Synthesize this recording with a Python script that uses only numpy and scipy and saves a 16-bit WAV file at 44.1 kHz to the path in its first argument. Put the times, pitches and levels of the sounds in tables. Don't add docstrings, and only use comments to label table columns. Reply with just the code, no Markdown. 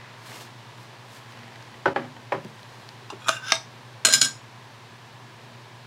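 import sys
import numpy as np
from scipy import signal
from scipy.fft import rfft, irfft, next_fast_len
from scipy.io import wavfile
from scipy.ndimage import map_coordinates

SR = 44100
rng = np.random.default_rng(int(sys.argv[2]) if len(sys.argv) > 2 else 0)


def gain_from_db(level_db):
    decades = np.asarray(level_db, float) / 20
    return 10 ** decades


def dump(signal):
    limited = np.clip(np.atleast_2d(signal).T, -1, 1)
    pcm = np.round(limited * 32767).astype(np.int16)
    wavfile.write(sys.argv[1], SR, pcm)


N = 258646

# start in seconds, peak in dB, brightness in dB per octave, crack in dB.
LID_BOUNCES = [(4.0492, 2, -1.5, -4), (4.0526, -6, 4, -5.5), (4.057, -6, -4, -5), (4.066, -11.5, -1, -0.5),
               (4.072, -12, -6, -6), (4.085, -9.5, -5, -2.5), (4.125, -7.5, 0.5, 0), (4.1295, -11, 3, -3.5),
               (4.136, 2, 1, -11.5), (4.145, -5, 0, -10), (4.156, -17.5, -2, -10), (4.2121, -12.5, 10, -15),
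               (4.2141, -3, -1, -3), (4.2256, -8.5, -1, -12.5), (4.237, -18, -3, -11),
               (4.246, -10.5, 1, -11.5)]
# frequency in Hz, level in dB, decay time t60 in seconds.
FULL_TIN_MODES = [(141.45, -18.5, 0.62), (249, -15.5, 0.72), (309.5, -9, 0.147), (374.4, -4, 0.149),
                  (543.4, 0, 0.1126), (659, -9.5, 0.106), (826, 7, 0.0544), (1004, -39, 0.29),
                  (1184, -33, 0.13), (1297, -17.5, 0.12), (1270, -36, 0.089), (1622, -5, 0.05),
                  (1923, -19, 0.115), (1977, -8.5, 0.049), (2300, -13, 0.0486), (2685, -20.5, 0.055),
                  (3027, -15.5, 0.052)]
FREE_LID_MODES = [(251, -20, 0.12), (655, -21, 0.12), (1295, -15, 0.1), (1585, -8, 0.22), (1995, -14, 0.06),
                  (2254, -12, 0.1), (2615, -22, 0.1), (2897, -16, 0.1), (3270, -12, 0.13),
                  (3455, -13, 0.15), (3789, -17, 0.15), (4074, -7, 0.12), (4121, -15, 0.12),
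                  (4184, -8, 0.125), (4966, -11, 0.12), (5095, -5, 0.15), (5351, -24, 0.15),
                  (5592, -6, 0.24), (6257, -9, 0.13), (6477, -17, 0.15), (6900, -1, 0.085), (7027, 1, 0.09),
                  (7493, -20, 0.15), (7713, -12, 0.17), (8160, -16, 0.15), (8500, -15, 0.14),
                  (9046, -13, 0.12), (9869, -14, 0.085), (10919, -22, 0.12), (11591, -28, 0.11)]
# frequency in Hz, level in dB per Hz.
POP_COLOUR = [(59, -60), (100, -53.5), (634, -14.5), (3320, -6.5), (3700, -5.5), (4020, -29), (5420, -3),
              (7140, -22), (9500, -24), (11000, -32.5), (16000, -47.5)]
CLANK_COLOUR = [(59, -51.5), (100, -30.5), (634, -14), (818, -19.5), (1580, -2), (1760, -28.5), (2220, -11),
                (3620, -3.5), (4110, 1.5), (4470, -13), (5900, -8), (6990, -5), (10500, -14),
                (16000, -31.5)]
GRIP_DB_PER_S, LET_GO_DB_PER_S = 4000.5, 900


def unit(x):
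    return x / np.sqrt(np.mean(x ** 2) + 1e-20)


def along(points, hz):
    f, v = np.transpose(points)
    return np.interp(np.log(hz + 1), np.log(f + 1), v)


def wobble(rate):
    knots = rng.standard_normal(int(N * rate / SR) + 4)
    return map_coordinates(knots, [np.arange(N) * rate / SR])


def filtered(x, response):
    m = next_fast_len(len(x))
    spectrum = rfft(x, m) * response(np.fft.rfftfreq(m, 1 / SR))
    return unit(irfft(spectrum, m)[:len(x)])


def coloured(x, spectrum):
    return filtered(x, lambda hz: gain_from_db(along(spectrum, hz)))


def resonant(x, peaks):
    def response(f):
        total = 0
        for k, (centre, width, db) in enumerate(peaks):
            width = max(width, 0.028 * centre)
            mode = 1j * f * width / (centre * centre - f * f + 1j * f * width)
            total = total + (-1) ** k * gain_from_db(db) * mode
        return total
    return filtered(x, response)


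def slips(rate, clump_db):
    hits = rng.random(N) < rate / SR
    return hits * rng.standard_normal(N) * gain_from_db(clump_db * wobble(80))


def stroke(start, end, start_db, end_db, swell, fade):
    t = np.arange(N) / SR
    held_db = np.interp(t, [start, max(end, start + 1 / SR)], [start_db, end_db])
    return gain_from_db(held_db - swell * np.clip(start - t, 0, None) - fade * np.clip(t - end, 0, None))


def ring(modes, t, scatter_db, tilt_db=0, length=1, waver_db=0):
    hz, db, t60 = np.transpose(modes)[:, :, None]
    db = db + tilt_db * np.log2(hz / 1000) + scatter_db * rng.standard_normal(hz.shape)
    knots = rng.standard_normal((2, len(hz), 64))
    swing, slip = np.array([[np.interp(t, np.arange(64) / 120, k) for k in part] for part in knots])
    hz = hz * (1 + 0.0018 * knots[1, :, -1:])
    cycles = (hz * t).astype(np.float32)
    phase = np.float32(2 * np.pi) * cycles + (0.21 * waver_db * slip).astype(np.float32)
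    tones = np.sin(phase) * (1 - np.exp(-cycles / np.float32(1.8)))
    level_db = db + waver_db * swing - 60 * t / (np.clip(t60, 0.01, 0.6) * length)
    tones *= np.exp((level_db * np.log(10) / 20).astype(np.float32))
    return tones.sum(0) / np.sqrt(np.sum(gain_from_db(db) ** 2) / 2)


def blows(events, modes, colour, ring_db, crack_s, rattle_db, rattle_s, rise_s, waver_db, length):
    # start in seconds, loss in dB.
    damped = [(1.87, 0.5), (1.888, -3), (2.351, 0), (3.2857, -1), (3.2939, -4.5), (3.5243, -4), (4.061, -6),
              (4.091, -2.5), (4.142, -6), (4.153, 0.5), (4.222, -4.5), (4.26, -4.5)]
    damp_s = 0.002
    out, t = np.zeros(N + SR), np.arange(SR * 3 // 10) / SR
    for s, db, tilt_db, crack_db in events:
        tilted = [(hz, g + tilt_db * np.log2(hz / 1000)) for hz, g in colour]
        noise = coloured(rng.standard_normal(len(t)), tilted)
        rise = 1 - np.exp(-(t / rise_s) ** 2)
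        crack = noise * rise * gain_from_db(-60 * t / crack_s)
        crack = gain_from_db(crack_db - 8) * crack / np.abs(crack).max()
        rattle = noise * rise * gain_from_db(rattle_db - 60 * t / rattle_s)
        body = gain_from_db(ring_db) * rise * ring(modes, t, 0.965, tilt_db, length, waver_db)
        touches = [(at, loss) for at, loss in damped if s < at < s + t[-1]]
        loss_db = sum(loss * np.clip((s + t - at) / damp_s, 0, 1) for at, loss in touches)
        out[round(s * SR):][:len(t)] += gain_from_db(db + loss_db) * (crack + body + rattle)
    return out[:N]


def tin():
    # start in seconds, peak in dB, brightness in dB per octave, crack in dB.
    set_down = [
        (1.8567, -2.5, -1, -1),
        (1.878, -13, -1, 0.5),
        (1.884, -26, -4, -5),
    ]
    shift = [
        (1.9602, -7, 0.5, -2),
        (2.3204, -8, 0.5, -6),
        (2.3232, -18, 4.5, 0),
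        (2.342, -14.5, -4, -12.5),
    ]
    settle = [(1.985, -28, -8.5, -10), (2.02, -27.5, 2, -10.5), (2.045, -30.5, 3, -9.5)]
    bench_knocks = [(2.4475, -24, -6, -20.5), (3.521, -33, -4, -14), (4.051, -29.5, -6, -19),
                    (3.124, -31, 6.5, -10), (3.131, -30, 3, -11.5), (3.2905, -30.5, 4.5, -19.5),
                    (4.137, -34.5, -5, -20), (4.2143, -36, -9.5, -20.5)]
    # frequency in Hz, level in dB, decay time t60 in seconds.
    landing_modes = [(100.7, -17, 0.26), (173.5, -20.5, 0.286), (268.3, -18.5, 0.53), (377, 0.5, 0.108),
                     (460.2, -4, 0.132), (510, -12, 0.06), (550.6, 0, 0.138), (633.7, -4.5, 0.107),
                     (828.4, 0, 0.116), (981, -16, 0.12), (1130, -28, 0.14), (1329, 6.5, 0.039),
                     (1386, -9.5, 0.067), (1507.6, 7.5, 0.0478), (1786, -14, 0.107), (2130, -16.5, 0.117),
                     (2580, -27.5, 0.027), (3043, -23, 0.037)]
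    turned_modes = [(153.96, -17, 0.65), (262.5, -22, 0.44), (301.5, -11, 0.14), (368.7, -9, 0.161),
                    (548.8, 2, 0.1104), (654.4, -3.5, 0.108), (820, 0, 0.121), (956.6, -5, 0.164),
                    (1048, 3, 0.057), (1201, -4, 0.069), (1243, -10, 0.12), (1606, -5.5, 0.073),
                    (1848, 0, 0.0343), (2222, -9, 0.045), (2390, -16, 0.058), (2567, -17, 0.063),
                    (3100, -16, 0.06)]
    bench_modes = [(215.3, 0, 0.065), (385, 5, 0.05551), (523.9, -4.5, 0.053), (650.7, -12.5, 0.0705),
                   (1092, -17, 0.045)]
    # frequency in Hz, level in dB per Hz.
    slam_colour = [(47, -60), (80, -42.5), (212, -10.5), (346, -8), (1070, -1.5), (1600, -3), (2000, -14),
                   (3320, -17.5), (5000, -25), (9000, -44.5), (16000, -50.5)]
    thud_colour = [(47, -59), (80, -35), (212, -19), (346, -5), (1070, -4.5), (1530, -6), (2380, -11),
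                   (3320, -22.5), (16000, -61.5)]
    soft = dict(crack_s=0.00746, rattle_db=-19.5, rattle_s=0.1595, waver_db=3.5, rise_s=0.0013)
    landing = blows(set_down, landing_modes, slam_colour, ring_db=-3, length=0.767, **soft)
    rebound = blows(shift[:1] + settle, FULL_TIN_MODES, thud_colour, ring_db=-7, length=1, **soft)
    turn = blows(shift[1:], turned_modes, thud_colour, ring_db=-9, length=0.822, **soft)
    bench = blows(bench_knocks, bench_modes, thud_colour, ring_db=4.5, length=0.65, **soft)
    return landing + rebound + turn + bench


def prised_lid():
    # start in seconds, peak in dB, brightness in dB per octave, crack in dB.
    prise = [
        (3.1012, -21, -1, -6),
        (3.2835, -6, 2, 2),
        (3.2908, -0.5, -1, 0),
    ]
    creaks = [(3.2183, -36.5, 5, -5), (3.2432, -34.5, 5.5, -2.5), (3.259, -27, -6.5, -8),
              (3.268, -22.5, -11.5, -15.5), (3.309, -28.5, 0.5, -11.5), (3.324, -26.5, -2, -9),
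              (3.336, -25, 0.5, -16), (3.347, -30.5, 1, -12), (3.365, -26, 2, -17),
              (3.4383, -36.5, -2, -20)]
    # frequency in Hz, level in dB, decay time t60 in seconds.
    levered_modes = [(827, -7, 0.089), (1060, 1.5, 0.0304), (1231, -7, 0.068), (1713, -12, .04),
                     (2748, 0.5, 0.0322), (3560, -5.5, 0.035), (4006, -6.5, 0.0297), (4956, -4, 0.028),
                     (5820, -7.5, 0.0283), (7050, -11, .028), (8700, -13, 0.026)]
    tight_modes = [(940, -10.5, 0.042), (1273, 2.5, 0.0454), (1448, -2.5, 0.042), (2464, -6, 0.078),
                   (3336, -6, 0.068), (3960, -11, 0.042)]
    strained_modes = [(645, -19.5, 0.044), (980, -19, 0.046), (1314, -9.5, 0.064), (1542, 3, 0.057),
                      (2463, -9, 0.054), (2783, -0.5, 0.065), (3483, -11, 0.053), (3600, -6.5, 0.062),
                      (5000, -14.5, .04)]
    seated_modes = [(652, -1.5, 0.1225), (1010, -39, 0.11), (1275, -1, 0.079), (1399, 11.5, 0.0148),
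                    (1522, -6, 0.084), (1580, -27, 0.091), (2430, -4.5, 0.073), (2810, -11.5, 0.146),
                    (3546, 2.5, 0.0337), (4030, -3.5, 0.07), (5060, -32, 0.036), (6175, -20, 0.073),
                    (7160, -17, 0.167), (8600, -22, 0.069), (9820, -19, 0.085)]
    # frequency in Hz, level in dB per Hz.
    snap_colour = [(59, -60), (100, -43), (1360, 7), (1870, -20), (3050, -10.5), (3470, -6.5), (4470, -15),
                   (7140, -11), (16000, -39.5)]
    lever = blows(prise[:1], levered_modes, snap_colour, ring_db=-3.5, crack_s=0.014, rattle_db=-17,
                  rattle_s=0.102, rise_s=0.00103, waver_db=1.5, length=0.813)
    creak = dict(ring_db=-1, crack_s=0.0103, rattle_db=-27.5, rattle_s=0.05, rise_s=0.00157,
                 waver_db=-0.5, length=0.764)
    tight = blows(creaks[:4], tight_modes, snap_colour, **creak)
    strained = blows(creaks[4:], strained_modes, snap_colour, **creak)
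    seated = blows(prise[1:], seated_modes, snap_colour, ring_db=-8, crack_s=0.0167, rattle_db=-29,
                   rattle_s=0.11, rise_s=0.00062, waver_db=2.5, length=0.9)
    return lever + tight + strained + seated


def released_lid():
    # start in seconds, peak in dB, brightness in dB per octave, crack in dB.
    release = [
        (3.482, -23.5, 0.052, -3.5),
        (3.503, -20.5, -0.039, 2),
        (3.5203, -1, -0.83, 5),
        (3.5228, -3.5, -0.58, -3.5),
    ]
    rim_brushes = [(3.5395, -19.5, 10.5, 1), (3.553, -19, 7.5, -5), (3.564, -21, -5, -6.5)]
    # frequency in Hz, level in dB, decay time t60 in seconds.
    held_modes = [(655, -21.5, 0.25), (922.5, -14.5, 0.251), (1297, 3.5, 0.037), (1616, -7.5, 0.127),
                  (2114, 3.5, 0.0255), (2197, -6, 0.136), (2686, -9.5, 0.036), (3104, 1, 0.0245),
                  (3540, -24, 0.12), (3720, 4, 0.0567), (4233, -2, 0.057), (4695, -30.5, 0.11),
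                  (5040, -32, 0.08), (5220, -14.5, 0.039), (5984, -2, 0.0343), (6150, -18.5, 0.126),
                  (6720, -33, 0.073), (7870, -30, 0.137), (8070, -23, 0.15), (9880, -39, 0.06)]
    return blows(release + rim_brushes, held_modes, POP_COLOUR, ring_db=-5.5, crack_s=0.0167,
                 rattle_db=-27.5, rattle_s=0.096, rise_s=0.0003, waver_db=0.5, length=0.552)


def dropped_lid():
    flat_db = [-32, -13.5, -15.5, -17, -8.5, -12, -40.5, -17, -8, -20.5, -33.5, -10, -4, -0.5, -29.5, -5,
               -14.5, -27, -9.5, -26, 5, -3.5, -33, -4.5, -6, -11, 0.5, -9, -19.5, -41.5]
    edge_db = [-16, -21.5, -16.5, -16, -11.5, -10.5, -22.5, -12, -9.5, -18, -19.5, -3.5, -19, -12, -7, -2,
               -18.5, -15, -7.5, -17, -6, 4.5, -20, -12.5, -16, -20, -9.5, -9.5, -29, -36]
    last_db = [-15, -24.5, -15, -11.5, -13, -12.5, -17.5, -9, -10.5, -11.5, -13.5, -18.5, -26.5, -3.5, -8,
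               -3.5, -23.5, -6.5, -10, -13, 3, -9.5, -22, -10, -19, -16.5, -11.5, -7.5, -34.5, -34]
    loose = dict(crack_s=0.026, rattle_db=-19.5, rattle_s=0.12, rise_s=0.000687, waver_db=2.26, length=0.664)
    out = 0
    for bounces, levels, ring_db in [(LID_BOUNCES[:6], flat_db, -9.5), (LID_BOUNCES[6:11], edge_db, -9.5),
                                     (LID_BOUNCES[11:], last_db, -7)]:
        struck = [(hz, db, t60) for (hz, _, t60), db in zip(FREE_LID_MODES, levels)]
        out = out + blows(bounces, struck, CLANK_COLOUR, ring_db=ring_db, **loose)
    return out


def rocking():
    # start in seconds, end in seconds, start level in dB, end level in dB.
    chatters = [(4.06, 4.113, -23.5, -26.5), (4.159, 4.22, -26.5, -30.5), (4.248, 4.262, -34.5, -24.5)]
    settle_db_per_s = 450
    grit = slips(rate=3600, clump_db=5.5)
    lid_ring = ring(FREE_LID_MODES, np.arange(SR // 8) / SR, 0, tilt_db=-4.5, length=0.305)
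    steel = signal.fftconvolve(grit, lid_ring)[:N]
    chatter = unit(steel) + gain_from_db(-11) * coloured(grit, CLANK_COLOUR)
    pressure = sum(stroke(*row, GRIP_DB_PER_S, settle_db_per_s) for row in chatters)
    return gain_from_db(-2) * pressure * chatter


def scrape():
    # start in seconds, end in seconds, start level in dB, end level in dB.
    groans = [(3.227, 3.17, -36.5, -39), (3.27, 3.09, -32, -31), (3.3, 3.51, -42.5, -39),
              (3.44, 3.478, -47.5, -43), (3.483, 3.274, -38, -34)]
    strokes = [
        (3.2, 3.264, -57.5, -53),
        (3.268, 3.282, -43.5, -35),
        (3.298, 3.376, -33, -47.5),
        (3.422, 3.479, -51, -37.5),
        (3.4825, 3.514, -32.5, -33),
    ]
    # frequency in Hz, width in Hz, level in dB.
    seated_rim = [(636, 27, -26), (1296, 29, -18.5), (1504, 107, 0.5), (2640, 58, -4.5), (3690, 78, -9.5),
                  (3670, 43, -14.5), (5580, 160, -14.5), (5150, 64, -19), (7105, 34, -11), (8470, 42, -21),
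                  (9770, 31, -20.5)]
    leaving_rim = [(1294, 71, -8), (1570, 32, 2.5), (2790, 110, -8.5), (3210, 110, -8), (3520, 21, -14),
                   (3534, 55, -1), (5140, 35, -9.5), (5560, 170, -10.5), (6100, 35, -17.5),
                   (6810, 110, -23.5), (6770, 48, -15), (9770, 48, -22.5)]
    groan = resonant(slips(rate=920, clump_db=0.5), [(1260, 120, -13), (1550, 90, -4.5), (1528, 58, 2)])
    out = gain_from_db(-6) * groan * sum(stroke(*row, GRIP_DB_PER_S, LET_GO_DB_PER_S) for row in groans)
    for rows, rim in [(strokes[:3], seated_rim), (strokes[3:], leaving_rim)]:
        grit = slips(rate=7600, clump_db=0.61)
        rasp = resonant(grit, rim) + gain_from_db(-8) * coloured(grit, POP_COLOUR)
        pressure = np.max([stroke(*row, GRIP_DB_PER_S, LET_GO_DB_PER_S) for row in rows], axis=0)
        out += gain_from_db(1.5) * rasp * pressure
    return out


def bending():
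    # start in seconds, frequency in Hz, peak in dB, decay time t60 in seconds.
    clean_modes = [(2.3203, 826, -15.5, 0.0497), (2.3215, 385, -27.5, 0.154), (2.447, 160, -44, 0.133),
                   (4.051, 4188, -24, .22), (4.051, 3270, -26.5, .14), (3.5205, 655, -26, 0.322),
                   (3.521, 275, -32, 0.0564), (4.098, 1585, -30, 0.167), (4.125, 1585, -22.5, 0.1),
                   (4.137, 140, -37.5, 0.52), (4.144, 1585, -21, 0.165), (4.215, 140, -42, 0.47),
                   (4.244, 1585, -29.5, 0.202)]
    # frequency in Hz, level in dB, decay time t60 in seconds.
    shimmer = [(10540, -8.5, 0.22), (10780, -1, 0.22), (12240, -2.5, 0.11), (13700, -8.5, 0.23),
               (14130, -12.5, 0.1405), (14800, -11, 0.076)]
    shimmer_db, rise_s = -35, 0.000812
    high = []
    for s, db, *_ in (LID_BOUNCES[0], LID_BOUNCES[8], LID_BOUNCES[12]):
        high += [(s, hz, db + level + shimmer_db, min(t60, 0.3)) for hz, level, t60 in shimmer]
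    out, t = np.zeros(N + SR), np.arange(SR * 2 // 5) / SR
    for s, hz, db, t60 in clean_modes + high:
        envelope = gain_from_db(db - 60 * t / t60) * (1 - np.exp(-t / rise_s))
        out[round(s * SR):][:len(t)] += envelope * np.sin(2 * np.pi * hz * t)
    return out[:N]


def walls(x):
    # frequency in Hz, decay time t60 in seconds.
    decay = [(200, 0.389), (1500, 0.1956), (6000, 0.269), (14000, 0.226)]
    hz, t, z = signal.stft(rng.standard_normal(SR // 2), SR, nperseg=256)
    tail = signal.istft(z * gain_from_db(-60 * t / along(decay, hz)[:, None]), SR, nperseg=256)[1]
    delayed = np.pad(x, (300, 0))
    return signal.fftconvolve(delayed, tail / np.linalg.norm(tail))[:N]


def hands():
    # start in seconds, end in seconds, level in dB.
    rubs = [(0.286, 0.42, -46), (.81, 0.837, -58), (1.129, 1.171, -50.5), (1.306, 1.329, -61),
            (1.45, 1.48, -72), (1.625, 1.633, -70.5), (2.477, 2.85, -63)]
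    sleeve = [(0, 0.099, -50.5), (0.325, 0.408, -57.5), (1.351, 1.622, -55)]
    # start in seconds, peak in dB, level of the tin's body in dB.
    ticks = [(0.014, -40.5, 9), (0.3174, -34.5, 9), (0.5883, -42, 2.5), (1.128, -39, -9.5),
             (1.322, -32, 0.5), (1.352, -40, 2.5), (1.373, -35.5, 6), (1.3913, -36, 5.5), (1.433, -37, 9),
             (1.4798, -33.5, 4), (1.5584, -32, 5), (1.626, -32, -2.5), (1.7419, -35.5, 7.5),
             (2.166, -39, 12), (2.322, -36.5, -20.5), (2.4475, -26.5, -16.5), (2.5933, -37, 5),
             (2.6309, -28.5, -9), (2.89, -24.5, -32)]
    # frequency in Hz, level in dB per Hz.
    skin_colour = [(50, -46), (150, 5), (400, 11), (1500, 3), (4000, 5), (8000, -0.5), (15800, -10.5),
                   (15950, -80)]
    cloth_colour = [(100, -42.5), (346, -17.5), (1070, -2.5), (1900, 0), (3300, -11.5), (5000, -16.5),
                    (16000, -59)]
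    nail_colour = [(300, -27.5), (1500, 1.5), (4500, 8.5), (8000, -6.5), (16000, -24)]
    grains = rng.standard_normal(N) * gain_from_db(1.16 * wobble(300) + 0.81 * wobble(27.04))
    sliding = sum(stroke(s, end, db, db, swell=171, fade=244.5) for s, end, db in rubs)
    swish = sum(stroke(s, end, db, db, swell=77.5, fade=77.5) for s, end, db in sleeve)
    out = sliding * coloured(grains, skin_colour) + swish * coloured(grains, cloth_colour)
    t = np.arange(SR // 20) / SR
    for s, db, body_db in ticks:
        tick = coloured(rng.standard_normal(len(t)), nail_colour) * gain_from_db(-60 * t / 0.007)
        knock = gain_from_db(body_db + 13) * ring(FULL_TIN_MODES, t, 0.55, tilt_db=7, length=0.172)
        out[round(s * SR):][:len(t)] += gain_from_db(db - 10) * (tick + knock)
    return out


def workshop():
    # frequency in Hz, level in dB rms.
    hum_lines = [(120.6, -51), (110.5, -57), (33, -81), (234, -66), (147.4, -64), (921, -66), (1000, -67),
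                 (1648, -72)]
    # start in seconds, end in seconds, level in dB rms.
    drones = [(.36, 0.443, -61), (1.098, 1.167, -64), (1.36, 1.446, -58), (1.7, 1.763, -63),
              (5.497, 5.61, -61)]
    # frequency in Hz, level in dB per Hz.
    air_colour = [(15, -58), (25, -43), (36, -27), (50, -29.5), (76, -24.5), (102, 3), (123, 14),
                  (153, -15), (223, -11.5), (263, -18), (394, -12), (427, -15.5), (911, -13.5),
                  (1440, -22.5), (1700, -17.5), (4030, -22), (15800, -47.5), (15950, -110)]
    # frequency in Hz, width in Hz, level in dB.
    duct = [(259.7, 30, 5.5), (997.6, 187, 10), (1712, 242, 4.5)]
    t = np.arange(N) / SR
    hum = 0
    for hz, db in hum_lines:
        level = gain_from_db(db + 2 + 0.47 * wobble(7.3))
        hum = hum + level * np.sin(2 * np.pi * hz * t + 0.112 * wobble(2.014))
    boom = np.sin(2 * np.pi * 236.2 * t + 0.71 * wobble(9))
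    hum += boom * sum(stroke(s, end, db + 1, db + 6, swell=121, fade=119) for s, end, db in drones)
    quiet_bass = [(hz, db - 16 * (90 < hz < 140)) for hz, db in air_colour]
    air = coloured(rng.standard_normal(N), quiet_bass) * gain_from_db(0.43 * wobble(2.9))
    air += gain_from_db(-5.5) * resonant(rng.standard_normal(N), duct)
    return hum + gain_from_db(-48.5) * air


def small_body(x, hz):
    return signal.sosfilt(signal.butter(N=3, Wn=hz, btype="high", fs=SR, output="sos"), x)


def scene():
    knocks = small_body(tin() + bending(), hz=105.25)
    lid = prised_lid() + released_lid() + dropped_lid()
    steel = small_body(lid + scrape() + rocking(), hz=213.04)
    near = knocks + gain_from_db(-10.5) * walls(knocks) + steel + gain_from_db(-10) * walls(steel)
    return (near + hands() + workshop())[None]


def low_pass(x):
    return signal.sosfilt(signal.butter(12, 16670, fs=SR, output="sos"), x)


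def record(dry):
    t = np.arange(N) / SR
    dip = gain_from_db(np.interp(t, [1.934, 1.938, 1.944, 1.958], [0, -11, -5, 0]))
    limited = dry * dip / (1 + np.abs(dry / 0.9) ** 6) ** (1 / 6)
    m = next_fast_len(N)
    in_band = np.fft.rfftfreq(m, 1 / SR) < 16000
    mix = irfft(rfft(limited, m) * in_band, m)[:, :N]
    return low_pass(mix)


dry = scene()
out = record(dry)
dump(out)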